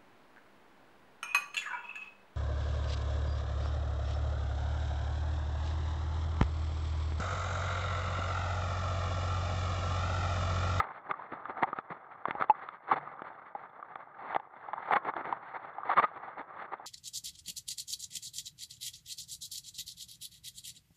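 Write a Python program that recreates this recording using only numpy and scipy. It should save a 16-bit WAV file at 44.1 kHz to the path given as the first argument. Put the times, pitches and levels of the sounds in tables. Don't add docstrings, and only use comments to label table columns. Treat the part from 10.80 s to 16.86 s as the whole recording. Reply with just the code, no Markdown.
import sys
import numpy as np
from scipy import signal
from scipy.fft import rfft, irfft
from scipy.io import wavfile

SR = 44100
rng = np.random.default_rng(int(sys.argv[2]) if len(sys.argv) > 2 else 0)


def wrap_up_sound(samples):
    columns = np.atleast_2d(samples).T
    tamed = np.clip(columns, -1, 1)
    steps = np.round(tamed * 32767).astype(np.int16)
    wavfile.write(sys.argv[1], SR, steps)


N = 267246
TIME_S = np.arange(N) / SR

# start in seconds, strength in dB, ring in Hz, t60 in seconds, clack and thud lift in dB.
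HITS = [(0.001, -10, 1243, 0.023, 3.5), (0.3113, -15.5, 1160, 0.021, -7), (0.3389, -26.5, 1150, 0.027, -46),
        (0.395, -31, 980, 0.026, -15), (0.6549, -24.5, 1203, 0.021, -17), (0.8271, -13, 750, 0.0093, -20),
        (0.8324, -11, 1254, 0.0017, -1.5), (0.8386, -17.5, 780, 0.027, -18),
        (0.9297, -20, 1210, 0.021, -16.5), (0.9868, -26, 1244, 0.028, -2.5), (1.32, -39, 1290, 0.019, -7),
        (1.4547, -8, 1117, 0.0088, -20), (1.4844, -29, 1335, 0.016, -6), (1.5086, -31, 1222, 0.012, 10.5),
        (1.551, -27.5, 818, 0.039, -12), (1.611, -16.5, 1290, 0.013, -13), (1.622, -10, 1276, 0.011, -14),
        (1.6972, -2.5, 857, 0.038, -37), (1.888, -28.5, 1296, 0.011, -3), (2.1125, -13.5, 1136, 0.034, -26),
        (2.1166, -10.5, 870, 0.026, -14), (2.3929, -31.5, 1227, 0.014, -20),
        (2.4195, -35.5, 1240, 0.007, 3), (2.75, -24, 810, 0.035, -20.5), (3.0267, -26.5, 1160, 0.019, -23),
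        (3.1563, -34, 820, 0.028, 3), (3.547, -20, 763, 0.025, -7), (3.5618, -9.5, 788, 0.014, -14),
        (3.5983, -31, 818, 0.019, -11), (3.863, -32, 1180, 0.013, -25), (3.8857, -26.5, 810, 0.022, -16),
        (3.9327, -14, 840, 0.0083, -21.5), (3.9387, -19.5, 820, 0.0066, -14), (3.972, -31, 924, 0.022, -22),
        (3.9797, -20.5, 950, 0.0095, -30), (4.1089, -14.5, 802, 0.02, -11), (4.1349, -18, 805, 0.05, 5.5),
        (4.1596, -23, 840, 0.017, -22), (4.165, -23, 1080, 0.063, 8), (4.288, -23, 1071, 0.012, -23.5),
        (4.3376, -18, 1152, 0.0056, -29), (4.3649, -20.5, 694, 0.013, -10), (4.454, -31, 866, 0.012, -4.5),
        (4.5253, -13.5, 927, 0.017, -16.5), (4.9833, -24, 780, 0.02, -18), (5.033, -25, 1144, 0.019, -23),
        (5.0934, -17.5, 780, 0.02, -23), (5.115, -18.5, 1150, 0.032, -8),
        (5.1739, -11.5, 1000, 0.011, -6.5), (5.1821, -10, 1174, 0.06, -27), (5.229, -21, 813, 0.011, -2.5),
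        (5.2399, -18.5, 1243, 0.058, -23), (5.9972, -30.5, 805, 0.015, -27)]
# frequency in Hz, gain in dB.
THUD_SPECTRUM = [(25, -14), (80, -1.5), (150, 5), (400, 5.5), (700, -2.5), (1500, -28), (5000, -51)]
# centre in Hz, width in Hz, lift in dB.
CASE_PEAKS = [(780, 43, 4.5), (900.6, 28, 4.5), (1213, 170, 4), (2045, 53, 2), (3500, 190, 2.5),
              (7900, 420, 6.5)]
# frequency in Hz, level in dB, t60 in seconds.
CASE_MODES = [(795, -0.5, 0.014), (861, -6.5, 0.013), (1195, -1, .03), (1660, -8, 0.025),
              (2070, -9.5, 0.028), (3470, -12.5, 0.015)]


def gain_of(db):
    return 10 ** (np.asarray(db) / 20)


def unit_rms(x):
    return x / np.sqrt(np.mean(x ** 2) + 1e-20)


def add(mix, start_s, sound):
    part = mix[max(round(start_s * SR), 0):][:len(sound)]
    part += sound[:len(part)]


def response(spectrum, peaks=(), size=4096):
    hz = np.abs(np.fft.fftfreq(size, 1 / SR))
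    point_hz, point_db = np.transpose(spectrum)
    db = np.interp(np.log(hz + 1), np.log(point_hz + 1), point_db)
    for centre_hz, width_hz, lift_db in peaks:
        db += lift_db / (1 + (2 * (hz - centre_hz) / width_hz) ** 2)
    log_spectrum = np.conj(signal.hilbert(np.log(gain_of(db))))
    return np.fft.ifft(np.exp(log_spectrum)).real[:size // 2]


def colour(x, spectrum, peaks=()):
    return signal.oaconvolve(x, response(spectrum, peaks))[:N]


def split(x, low_hz=400, high_hz=1600):
    below = lambda hz: signal.sosfiltfilt(signal.butter(2, hz, fs=SR, output="sos"), x)
    bass, treble = below(low_hz), x - below(high_hz)
    middle = x - bass - treble
    return np.array([bass, middle, treble]) / np.std(middle)


def wander(hz):
    rolloff = 1 + (np.fft.rfftfreq(N, 1 / SR) / hz) ** 4
    return unit_rms(irfft(rfft(rng.standard_normal(N)) / rolloff, N))


def arch(middle_s, length_s):
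    return np.cos(np.pi * np.clip((TIME_S - middle_s) / length_s, -0.5, 0.5))


def grains(per_s, spread_db, hiss):
    size = gain_of(spread_db * np.minimum(rng.exponential(1, N), 4)) * rng.choice([-1, 1], N)
    return unit_rms(size * (rng.random(N) < per_s / SR)) + hiss * rng.standard_normal(N)


def ringing_hits(rows, contact_s=0.00069, grind_s=0.0016, settle_s=0.0011, rebound_s=0.0035):
    # frequency in Hz, gain in dB.
    clack_spectrum = [(100, -21.5), (500, -8.5), (850, -2), (1300, 6), (2000, 2.5), (3500, -4), (4500, -12),
                      (5500, -24), (15000, -41)]
    clack_db, thud_db, rebound_db = 20.5, -14, -8
    sharp, choke = 0.18, 1.18
    t, out = np.arange(SR // 8) / SR, np.zeros(N)
    click, thud = response(clack_spectrum, CASE_PEAKS), response(THUD_SPECTRUM)
    low_cut = signal.butter(2, 450, "highpass", fs=SR, output="sos")
    phase_per_hz = 2 * np.pi * np.cumsum(1 + sharp * np.exp(-t / settle_s)) / SR
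    for start_s, db, ring_hz, t60_s, hardness_db in rows:
        noise = rng.standard_normal(len(t))
        late, detune = noise[-2:]
        fade = (1 - np.exp(-t / contact_s)) * np.exp(-np.log(1000) * (t / t60_s) ** choke)
        ring = lambda hz: gain_of(db) * signal.sosfilt(low_cut, fade * np.sin(hz * phase_per_hz))
        rebound = ring(ring_hz * np.exp(0.22 * detune)) * np.exp(-t / rebound_s)
        clack = signal.fftconvolve(noise * np.exp(-t / grind_s), click)
        add(out, start_s, ring(ring_hz))
        add(out, start_s + rebound_s * np.exp(0.3 * late), gain_of(rebound_db) * rebound)
        add(out, start_s, gain_of(db + hardness_db + clack_db) * clack / np.linalg.norm(clack))
        add(out, start_s, gain_of(db + hardness_db + thud_db) * thud / np.abs(thud).max())
    return out


def scrapes(rise_s=0.0044, fall_s=0.005, trim_db=-3):
    # start in seconds, length in seconds, level before trim in dB, bass lift in dB.
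    bursts = [(0.004, 0.043, -35.5, -4), (0.294, 0.026, -37, 7), (0.52, 0.022, -36.5, 5.5),
              (0.692, 0.019, -37, 4), (0.774, 0.022, -44.5, 8), (0.826, 0.0096, -26.5, 11.5),
              (0.871, 0.021, -40, 4), (0.96, 0.041, -40.5, -20), (1.102, 0.026, -36, -1.5),
              (1.476, 0.027, -36, -7), (1.599, 0.046, -34.5, -3), (2.078, 0.056, -37.5, -3),
              (2.116, 0.026, -29, -4.5), (2.161, 0.024, -33, 2), (2.24, 0.02, -53, -4.5),
              (2.314, 0.017, -42.5, -14), (3.418, 0.072, -43.5, 2.5), (3.512, 0.056, -38, -7),
              (4.077, 0.029, -36, -9), (4.121, 0.013, -22, 2), (4.159, 0.012, -21, -0.5),
              (4.248, 0.051, -37.5, 6), (4.272, 0.031, -36.5, 5.5), (4.359, 0.058, -37, 6),
              (4.446, 0.088, -37.5, 6), (4.741, 0.032, -35.5, -4.5), (5.053, 0.032, -39, -2.5),
              (5.093, 0.047, -28, -14), (5.169, 0.033, -21, 0), (5.229, 0.019, -22.5, -8),
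              (5.357, 0.024, -40.5, 2.5), (5.577, 0.04, -38.5, 4.5), (5.922, 0.022, -35.5, -1.5)]
    # frequency in Hz, gain in dB.
    spectrum = [(25, -19.5), (70, -13.5), (150, -11), (200, -10), (300, -3), (550, -2.5), (800, 1),
                (1250, 1.5), (1600, 0), (2100, 0), (3000, -10.5), (4300, -9), (5500, -31), (15000, -51.5)]
    chatter = grains(per_s=2500, spread_db=4, hiss=0.5) * gain_of(0.64 * wander(hz=112))
    bass, middle, treble = split(colour(chatter, spectrum, CASE_PEAKS))
    out = np.zeros(N)
    for start_s, length_s, db, bass_db in bursts:
        t = TIME_S - start_s
        attack = np.exp(np.minimum(t - rise_s / 2, 0) / rise_s)
        release = np.exp(-np.maximum(t - length_s + fall_s / 2, 0) / fall_s)
        treble_db = -3 + 0.26 * (db + 34.5)
        rattle = gain_of(bass_db) * bass + middle + gain_of(treble_db) * treble
        out += gain_of(db + trim_db) * attack * release * rattle
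    return out


def ground(dirt_treble_db=-6.5, skip_s=0.06, skip_db=-3, skip_treble_db=-5):
    # time in seconds, level in dB.
    roll = [(0.05, -45.5), (0.22, -47.5), (0.42, -49.5), (0.9, -45.5), (1.03, -54), (1.15, -50),
            (1.42, -54), (1.58, -46.5), (2.0, -56), (2.24, -45.5), (2.6, -52.5), (3.05, -53), (3.7, -54),
            (4.0, -46), (4.45, -46.5), (4.62, -48), (5.2, -49.5), (6.06, -49)]
    # middle in seconds, length in seconds, lift in dB, treble lift in dB.
    patches = [(0.159, 0.1, -3, 10), (0.428, 0.22, 3.5, 4.5), (1.327, 0.046, 5, 5.5),
               (1.833, 0.18, 6.5, 9.5), (1.951, 0.078, 3.5, 8.5), (2.052, 0.068, 1, 7),
               (2.304, 0.06, -1, -1), (2.476, 0.072, 6.5, 9), (2.678, 0.054, 3, 10.5),
               (2.828, 0.16, 4.5, 3), (2.987, 0.055, 5.5, -2), (3.187, 0.076, 4.5, 0.5),
               (3.466, 0.17, 7, 5.5), (3.537, 0.098, 12.5, 12), (3.81, 0.11, 1.5, 6.5),
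               (4.053, 0.085, -1.5, 7.5), (4.687, 0.14, -4.5, 8.5), (4.847, 0.12, 2.5, 8),
               (5.282, 0.073, 0.5, 8), (5.467, 0.11, 4, 2.5), (5.82, 0.15, 6.5, 9)]
    crests_s = [0.218, 0.338, 0.745, 1.03, 1.72, 2.37, 2.735, 2.9, 3.32, 3.7, 4.211, 4.32, 4.599, 5.659,
                5.89]
    unloaded = sum(arch(middle_s, skip_s) for middle_s in crests_s)
    ground_db = np.interp(TIME_S, *np.transpose(roll)) + skip_db * unloaded
    treble_db = dirt_treble_db + skip_treble_db * unloaded
    for middle_s, length_s, lift_db, treble_lift_db in patches:
        patch = arch(middle_s, length_s)
        ground_db += lift_db * patch
        treble_db += treble_lift_db * patch
    return ground_db, treble_db


def tyres(ground_db, treble_db, trim_db=-1, bounce_db=1.24, bounce_treble_db=1):
    # frequency in Hz, gain in dB.
    spectrum = [(25, -15), (70, -17.5), (110, -8), (150, -5.5), (220, -11.5), (500, -7.5), (800, -4),
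                (1300, -0.5), (1600, -2.5), (2100, -5.5), (3000, -15), (4300, -15), (5500, -32.5),
                (15000, -54.5)]
    crunch = grains(per_s=1500, spread_db=1, hiss=0.92) * gain_of(2.02 * wander(hz=42.6))
    bass, middle, treble = split(colour(crunch, spectrum, CASE_PEAKS))
    bounce = wander(hz=13)
    treble *= gain_of(treble_db + bounce_treble_db * bounce)
    return gain_of(ground_db + trim_db + bounce_db * bounce) * (bass + middle + treble)


def clatter(ground_db, per_s=6, lift_db=12, spread_db=1.5, t60_s=0.016, hardness_db=-15.5):
    rows = []
    for i in np.flatnonzero(rng.random(N) < per_s / SR):
        size, part, detune = rng.standard_normal(3)
        db = ground_db[i] + lift_db + spread_db * size
        ring_hz = (1240 if part > 0 else 780) * (1 + 0.029 * detune)
        rows.append((i / SR, db, ring_hz, t60_s, hardness_db))
    return ringing_hits(rows)


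def case_ring(weights):
    t = np.arange(SR // 12) / SR
    return sum(weight * gain_of(db - 60 * t / t60_s) * np.sin(2 * np.pi * hz * t)
               for weight, (hz, db, t60_s) in zip(weights, CASE_MODES))


def stones(ground_db, per_s=45, trim_db=-7.5):
    ticks = np.zeros(N)
    for mode in np.eye(len(CASE_MODES)):
        struck = rng.random(N) < per_s / len(CASE_MODES) / SR
        taps = struck * gain_of(rng.uniform(-10.5, 0, N))
        ticks += signal.oaconvolve(taps, case_ring(mode))[:N]
    return unit_rms(ticks) * gain_of(ground_db + trim_db)


def afterring(share_db=-19):
    out = np.zeros(N)
    for start_s, db, *_ in HITS:
        weights = rng.standard_normal(len(CASE_MODES))
        add(out, start_s, gain_of(db + share_db) * case_ring(weights))
    return out


def thuds(trim_db=5):
    # start in seconds, peak before trim in dB.
    drops = [(0.3125, -33), (0.5241, -33), (0.9298, -34.5), (0.9868, -34), (1.4842, -28), (1.5086, -36),
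             (1.551, -34.5), (1.611, -29), (2.1168, -31), (2.1285, -28), (2.4195, -37.5), (2.755, -43),
             (3.5618, -30), (4.164, -37), (5.2391, -30.5)]
    out, thud = np.zeros(N), response(THUD_SPECTRUM)
    for start_s, db in drops:
        add(out, start_s, gain_of(db + trim_db) * thud / np.abs(thud).max())
    return out


def frame_hum():
    # start in seconds, mode in Hz, level in dB, t60 in seconds.
    bumps = [(1.106, 170, -24.5, 0.053), (1.56, 58, -45, 0.25), (2.128, 144, -45, 0.7)]
    t, out = np.arange(SR) / SR, np.zeros(N)
    for start_s, hz, db, t60_s in bumps:
        envelope = gain_of(db - 60 * t / t60_s) * (1 - np.exp(-t * hz))
        add(out, start_s, envelope * np.sin(2 * np.pi * hz * t))
    return out


def scene():
    ground_db, treble_db = ground()
    rolling = tyres(ground_db, treble_db) + stones(ground_db) + clatter(ground_db)
    return (rolling + scrapes() + ringing_hits(HITS) + afterring() + thuds() + frame_hum())[None]


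def record(dry, ceiling=0.2, knee=9, noise_db=-97.5, cutoff_hz=15650):
    # frequency in Hz, gain in dB.
    seal = [(20, -19.5), (70, -9), (400, -2.5), (850, 0.5), (1250, -2), (1600, -4), (2200, -5.5),
            (2420, -14), (2700, -13.5), (3200, -16), (3500, -13.5), (3800, -19.5), (4350, -22), (5100, -38),
            (6100, -35.5), (7000, -43.5), (7900, -25), (10000, -16.5), (13000, -25.5), (15500, -46)]
    clipped = dry[0] / (1 + np.abs(dry[0] / ceiling) ** knee) ** (1 / knee)
    heard = colour(clipped, seal) + gain_of(noise_db) * rng.standard_normal(N)
    low_pass = signal.firwin(511, cutoff_hz, window=("kaiser", 9), fs=SR)
    return signal.oaconvolve(heard, low_pass, "same")[None]


dry = scene()
out = record(dry)
wrap_up_sound(out)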